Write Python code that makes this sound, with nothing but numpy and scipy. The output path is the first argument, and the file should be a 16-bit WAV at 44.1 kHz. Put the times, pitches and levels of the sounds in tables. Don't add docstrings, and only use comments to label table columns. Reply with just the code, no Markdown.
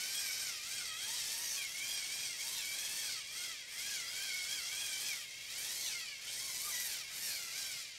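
import sys
import numpy as np
from scipy import signal
from scipy.fft import rfft, irfft, next_fast_len
from scipy.io import wavfile
from scipy.ndimage import uniform_filter1d

SR = 44100
rng = np.random.default_rng(int(sys.argv[2]) if len(sys.argv) > 2 else 0)


def generate_wav(signal):
    frames = np.transpose(np.atleast_2d(signal))
    scaled = np.clip(frames, -1, 1) * 32767
    pcm = np.round(scaled).astype(np.int16)
    wavfile.write(sys.argv[1], SR, pcm)


N = 351918

# time in seconds, mesh rate in Hz.
MESH_RATE = [(0.0, 736.0), (0.2, 830), (0.29, 750), (0.44, 787), (0.52, 664), (0.61, 587.0), (0.75, 835),
             (0.85, 670), (0.95, 617), (1.15, 1020), (1.23, 860), (1.44, 960), (1.55, 880), (1.69, 658),
             (1.91, 840), (2.06, 720), (2.21, 835), (2.36, 634), (2.53, 1080), (2.64, 730), (2.82, 840),
             (3.0, 915), (3.25, 528), (3.41, 737), (3.52, 645), (3.64, 468), (3.89, 866), (4.04, 656),
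             (4.24, 824), (4.31, 743), (4.47, 724), (4.53, 856), (4.63, 660), (4.81, 840), (4.97, 750),
             (5.05, 886), (5.27, 520), (5.46, 559.0), (5.66, 896), (5.82, 1120), (5.93, 742.0), (6.03, 633),
             (6.19, 523), (6.43, 1130), (6.57, 970), (6.68, 1260), (6.73, 969.0), (6.85, 970),
             (7.07, 510.0), (7.23, 950), (7.4, 694), (7.51, 660), (7.59, 826), (7.78, 699.0), (7.87, 575),
             (7.98, 430)]
# multiple of its turning rate, modulation depth in dB.
WHEEL_RUNOUT = [(1, -1.26), (3, 0.83), (5, -0.45), (7, 1.3), (9, .5)]
# multiple of the mesh rate, relative level in dB.
BUZZ_HARMONICS = [(4, 6), (5, 5.5), (6, 6), (7, 5.5), (8, 4), (9, 4), (10, -2.5), (11, 1), (12, -2),
                  (13, -7.5)]
# frequency in Hz, gain in dB.
SHELL_RESPONSE = [(150, -28), (350, -25), (700, -20.5), (1000, -14), (1300, -11), (1600, -6), (2100, -2.5),
                  (2800, -1), (3700, 3), (5200, 7), (7700, 3), (10800, -8.5), (12800, -9), (15000, -17)]
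# frequency in Hz, width in Hz, lift in dB.
SHELL_PEAKS = [(2020, 70, 2), (2205, 90, 4.5), (2375, 100, 4.5), (3030, 70, 2), (3640, 60, 2.5),
               (3830, 100, 3), (4490, 130, 3), (5560, 200, 2.2), (6140, 110, 2.8), (6780, 60, 2),
               (7020, 120, 2), (9250, 350, 3), (10100, 160, 3), (11850, 600, 2.5)]
# mesh rate in Hz, then base levels of growl, rasp and sizzle in dB.
LEVELS_BY_SPEED = [(490, -56.5, -52.5, -63.5), (581, -53, -49.5, -56.5), (692, -54, -45, -51),
                   (823, -52, -43, -47), (1150, -53.5, -42.5, -44.5)]
# time in seconds, gain in dB.
TURNING_GAIN = [(0.0, 1.2), (0.54, 0.7), (0.72, -0.7), (0.9, 1.9), (1.02, 0), (1.5, 0.6), (1.74, -0.5),
                (1.98, 0.5), (2.52, -0.7), (2.88, 0.26), (3.78, 0), (5.94, -0.04), (6.36, -1.3), (6.72, 0),
                (7.08, 0.7), (7.2, -2), (7.26, 0.4), (7.98, -2)]
# relative level in dB, for harmonics 1 to 5 of the mesh rate.
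WHINE_HARMONICS_DB = [-1.5, -0.5, -4, -10, -6]
# frequency in Hz, base level in dB over the rasp.
WHINE_RESPONSE = [(470, -30), (740, -35.5), (850, -26), (950, -24.5), (1050, -23.5), (1300, -16.5),
                  (1600, -16), (1750, -13), (1950, -7), (2250, -4), (2450, -9.5), (2800, -10.5),
                  (3250, -7.5), (3550, -29), (5000, -22)]
# time in seconds, gains of harmonics 2 and 3 in dB.
WHINE_SWINGS = [(0, 2, 4), (.25, 2, -3), (.8, 2, -1.5), (1.15, -1.5, 2), (1.7, -5, 1), (2.4, -6, 3),
                (2.7, -1.5, 1.5), (3.3, 1, -1), (3.7, -3.5, 3.5), (4.05, 3, 3), (4.62, 2, 2.5),
                (5.05, -1.5, 6), (5.3, -3, -2.5), (5.95, -2.5, 5), (6.45, -0.5, -2), (6.9, -2.5, -2),
                (7.45, 0.5, 1), (7.98, -2, 0.5)]
# time in seconds, then base levels of the low, middle and high modes in dB over the rasp.
GRIP_LEVELS = [(0.0, -25, -12, -15), (0.18, -5.5, -6.5, -13.9), (0.3, -18, -9, -12),
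               (0.96, -5.5, -7.5, -23), (1.38, -11, -11, -16), (1.92, -7.5, -11, -17), (1.98, -10, -7, -26),
               (2.64, -7.5, -11, -15), (3.24, -7.5, -7.5, -21), (3.6, -7, -10, -16), (4.08, -9, -12.8, -22),
               (4.86, -5, -9, -18), (5.34, -10, -14, -14), (6.36, -8.5, -10, -24.5),
               (6.84, -12.5, -16, -10), (7.02, -16, -16.2, -16.7), (7.2, -11, -13.2, -10),
               (7.98, -11, -15.4, -19)]
# frequency in Hz, relative spectral level in dB.
RUB_SPECTRUM = [(30, -1), (70, 0.5), (150, 2), (300, -1), (600, 2.5), (1000, -2.5), (2000, -27),
                (6000, -39)]
# frequency in Hz, relative spectral level in dB.
ROOM_SPECTRUM = [(20, -8), (40, 1), (65, 4), (90, 4.5), (118, 9.5), (160, 2.5), (220, -6.5), (400, -2.5),
                 (700, -4.5), (1500, -53), (5000, -49), (15000, -27)]
# centre and length in seconds, frequency in Hz, peak in dB over the rasp.
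BRISTLE_SCRAPES = [(.3, 0.43, 5400, -9), (1.495, 0.15, 6100, -5), (1.982, 0.082, 4750, -9),
                   (2.59, .07, 3840, -5.5), (3.122, .13, 4470, -6), (4.296, 0.15, 4350, -11),
                   (5.865, 0.068, 3907, -3), (5.869, 0.064, 6010, -6), (6.061, 0.21, 4560, -9),
                   (6.289, 0.042, 3070, -6), (6.721, .07, 5900, -8), (6.92, .08, 4400, -10),
                   (7.34, .11, 4358, -8)]
# centre and length in seconds, multiple of the mesh rate, lift in dB.
GEAR_SQUEALS = [(0.29, 0.076, 3, 10.5), (0.946, .1, 2, 6), (1.125, 0.14, 1, 14), (1.39, .15, 1, 11.5),
                (1.62, 0.073, 3, 8), (1.825, .08, 3, 7.5), (2.499, .15, 1, 11.5), (2.67, 0.11, 3, 5.5),
                (3.922, 0.12, 2, 4.5), (3.971, 0.047, 3, 1.5), (4.271, 0.19, 2, 2), (4.37, .16, 3, 5.5),
                (5.11, 0.082, 3, 5.5), (5.36, 0.34, 4, 6), (5.42, 0.19, 5, 7), (6.09, .2, 4, 15.5),
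                (6.113, 0.12, 5, 12.5), (6.471, .14, 1, 13), (6.661, 0.14, 1, 19), (6.783, .15, 2, 8)]
# frequency in Hz, width in Hz, share added on the left and taken from the right.
STEREO_TILT_BANDS = [(1980, 280, 0.31), (9500, 440, -0.31)]


def from_db(db):
    return 10 ** (np.asarray(db) / 20)


def unit_rms(x):
    return x / np.sqrt(np.mean(x ** 2) + 1e-20)


def levelled(x):
    power = uniform_filter1d(uniform_filter1d(x * x, size=2200), size=2200)
    return x / np.sqrt(power + 1e-20)


def in_time(rows):
    times, *columns = np.transpose(rows)
    return [np.interp(np.arange(N) / SR, times, column) for column in columns]


def at_hz(rows, hz):
    freqs, *columns = np.transpose(rows)
    return [np.interp(np.log(np.maximum(hz, 1)), np.log(freqs), column) for column in columns]


def drift(rate_hz):
    pole = np.exp(-2 * np.pi * rate_hz * 20 / SR)
    noise = rng.standard_normal((N + SR) // 20 + 2)
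    slow = signal.lfilter([1], [1, -2 * pole, pole * pole], noise)[SR // 20:]
    return np.interp(np.arange(N) / 20, np.arange(len(slow)), unit_rms(slow))


def swell(centre_s, length_s):
    return np.exp(-np.minimum((2 * (np.arange(N) / SR - centre_s) / length_s) ** 2, 20))


def coloured(x, spectrum, peaks=()):
    size = next_fast_len(N + SR // 10)
    hz = np.arange(size // 2 + 1) * SR / size
    lift_db = sum(db / (1 + (2 * (hz - centre) / width) ** 2) for centre, width, db in peaks)
    return irfft(rfft(x, size) * from_db(at_hz(spectrum, hz)[0] + lift_db), size)[:N]


def split(x, hz):
    low = signal.sosfiltfilt(signal.butter(5, hz, "low", fs=SR, output="sos"), x)
    return low, x - low


def resonance(x, hz, width_hz):
    radius = np.exp(-np.pi * width_hz / SR)
    poles = [1, -2 * radius * np.cos(2 * np.pi * hz / SR), radius * radius]
    once = signal.lfilter([1, 0, -1], poles, x)
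    return signal.lfilter([1, 0, -1], poles, once)


def motor(inertia_s=.05, usual_hz=780, braking_octaves_per_s=6.4):
    mesh_hz = uniform_filter1d(in_time(MESH_RATE)[0], size=int(inertia_s * SR), mode="nearest")
    octaves = np.log2(mesh_hz / usual_hz)
    drag = np.tanh(-np.gradient(octaves) * SR / braking_octaves_per_s)
    return mesh_hz, octaves, drag


def runout(teeth, wheel_teeth=54):
    turns = teeth / wheel_teeth
    bite_db = sum(db * np.sin(2 * np.pi * (k * turns + rng.random())) for k, db in WHEEL_RUNOUT)
    return from_db(bite_db + 0.16 * drift(48))


def tooth_clicks(teeth, jitter_s=.00004, uneven_db=1.0, slide_db=8, slide_decay_teeth=.85):
    contacts = np.flatnonzero(np.diff(np.floor(teeth)) > 0)
    late, force, flank = rng.standard_normal((len(contacts), 3)).T
    landings = np.clip(contacts + jitter_s * SR * late, 0, N - 2).astype(int)
    strength = from_db(uneven_db * np.clip(force, -2, 2))
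    clicks = np.bincount(landings, strength * np.sign(flank), N)
    last_tooth = np.maximum(np.searchsorted(contacts, np.arange(N)) - 1, 0)
    sliding = np.exp(-(teeth % 1) / slide_decay_teeth) * strength[last_tooth] * rng.standard_normal(N)
    return unit_rms(unit_rms(clicks) + from_db(slide_db) * unit_rms(sliding))


def bristle_flicks(per_s=5000, spread_db=2.8):
    flicks = (rng.random(N) < per_s / SR) * rng.choice([-1, 1], N)
    strength = from_db(spread_db * np.minimum(rng.exponential(1, N), 4))
    return unit_rms(flicks * strength)


def face_reflections(x, lag_s=.0017, sway=.12, share=.2):
    n = np.arange(N)
    lags = [k * lag_s * SR * (1 + sway * drift(0.464)) for k in (1, 1.7, 2.9)]
    return x + share * sum(np.interp(n - lag, n, x) for lag in lags)


def bedroom(x, t60_s, wet_db):
    t = np.arange(SR // 4) / SR
    tails = rng.standard_normal((6, len(t))) * from_db(-60 * t / t60_s) * (t > .002)
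    weights = np.array([drift(1.07) for _ in tails])
    weights = weights / np.linalg.norm(weights, axis=0)
    echoes = [signal.oaconvolve(x, tail / np.linalg.norm(tail))[:N] for tail in tails]
    return x + from_db(wet_db) * np.sum(weights * echoes, axis=0)


def gear_buzz(teeth, swell_db=2.2, slip_rad=.5):
    loose_teeth = teeth + .075 * drift(34)
    buzz = 0
    for k, db in BUZZ_HARMONICS:
        gain = from_db(db + swell_db * drift(12))
        path_cycles = .5 * rng.random()
        buzz += gain * np.sin(2 * np.pi * (k * loose_teeth + path_cycles) + slip_rad * drift(80))
    return unit_rms(buzz)


def shell_radiation(shake, mesh_hz, growl_db, rasp_db, sizzle_db):
    low, high = split(coloured(shake, SHELL_RESPONSE, SHELL_PEAKS), 2850)
    bass, low_middle = split(low, 1600)
    middle, top = split(high, 8830)
    labour = np.clip(1 - mesh_hz / 700, 0, 1)
    growl = from_db(growl_db + 0.3 * drift(2.5)) * levelled(low_middle + from_db(-22 * labour) * bass)
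    rasp = from_db(rasp_db - 0.1 + 0.82 * drift(8.1)) * levelled(middle)
    grab_db = 1.3 * drift(45)
    sizzle = from_db(sizzle_db - 1.6 + grab_db) * levelled(top)
    return growl + rasp + sizzle


def gear_whine(teeth, mesh_hz, rasp_db, drag, flutter_db=2.0, slip_rad=0.53, free_run_hz=818.2):
    load_db = 3 * drag - 19 * np.maximum(np.log2(mesh_hz / free_run_hz), 0)
    swing_db = dict(zip((2, 3), in_time(WHINE_SWINGS)))
    whine = 0
    for k, harmonic_db in enumerate(WHINE_HARMONICS_DB, 1):
        db = rasp_db + load_db + harmonic_db + at_hz(WHINE_RESPONSE, k * mesh_hz)[0]
        db += swing_db.get(k, 0) + squeal_db(k) + 1.5 * drift(12.3)
        flutter = from_db(flutter_db * drift(26))
        tone = flutter * np.sin(2 * np.pi * k * teeth + slip_rad * drift(45))
        whine += from_db(db) * levelled(bedroom(tone, t60_s=0.14, wet_db=-2.5))
    return whine


def shell_modes(shake, octaves, low_db, middle_db, high_db):
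    def mode(db, hz, width_hz, floor_db):
        excess_power = np.maximum(from_db(db) ** 2 - from_db(floor_db) ** 2, 0)
        return np.sqrt(excess_power) * levelled(resonance(shake, hz, width_hz))

    low = mode(low_db + 1.5 * drift(9.3) - 0.3, hz=3256, width_hz=270, floor_db=-11.5)
    middle = mode(middle_db + 3 * octaves + drift(8) + 0.24, hz=8260, width_hz=590, floor_db=-10.5)
    high = mode(high_db + 6 * octaves - 0.5, hz=11860, width_hz=730, floor_db=-18)
    return low + middle + high


def skin_rub():
    return unit_rms(coloured(rng.standard_normal(N), RUB_SPECTRUM))


def room_rumble():
    return unit_rms(coloured(rng.standard_normal(N), ROOM_SPECTRUM))


def scrapes(rattle, width_hz=1050):
    return sum(from_db(db) * swell(centre_s, length_s) * unit_rms(resonance(rattle, hz, width_hz))
               for centre_s, length_s, hz, db in BRISTLE_SCRAPES)


def squeal_db(harmonic):
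    return sum(db * swell(centre_s, length_s)
               for centre_s, length_s, k, db in GEAR_SQUEALS if k == harmonic)


def facial_brush():
    mesh_hz, octaves, drag = motor()
    growl_db, rasp_db, sizzle_db = at_hz(LEVELS_BY_SPEED, mesh_hz) + in_time(TURNING_GAIN)[0]
    low_db, middle_db, high_db = in_time(GRIP_LEVELS)
    sizzle_db += 0.22 * (high_db + 14.5)
    buzz_db = -7.5 - 2.5 * octaves + 2 * drag + 0.5 * drift(3.6)
    teeth = np.cumsum(mesh_hz * (1 + .014 * drift(80))) / SR
    bite = runout(teeth)
    impacts = unit_rms(bite * tooth_clicks(teeth) + from_db(-7) * bristle_flicks())
    rattle = unit_rms(bedroom(face_reflections(impacts), t60_s=.22, wet_db=-4))
    buzz = unit_rms(bedroom(bite * gear_buzz(teeth), t60_s=.2, wet_db=-3))
    shake = rattle + from_db(buzz_db) * buzz
    shell = shell_radiation(shake, mesh_hz, growl_db, rasp_db + 1.04 * drag, sizzle_db)
    whine = gear_whine(teeth, mesh_hz, rasp_db, drag)
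    ringing = shell_modes(shake, octaves, low_db, middle_db, high_db)
    rub = from_db(-21.5) * skin_rub()
    return shell + whine + from_db(rasp_db) * (ringing + rub + scrapes(rattle))


def scene():
    room_mid = from_db(-74 + drift(3.9)) * room_rumble()
    room_side = from_db(-90) * room_rumble()
    return facial_brush() + room_mid + room_side * np.array([[1], [-1]])


def record(dry):
    mid = dry.mean(axis=0)
    side = 0
    for hz, width, share in STEREO_TILT_BANDS:
        band = signal.butter(2, [hz - width / 2, hz + width / 2], "band", fs=SR, output="sos")
        side += share * signal.sosfilt(band, mid)
    low_pass = signal.ellip(12, .1, 70, 15720, fs=SR, output="sos")
    return signal.sosfilt(low_pass, dry + side * np.array([[1], [-1]]))


dry = scene()
out = record(dry)
generate_wav(out)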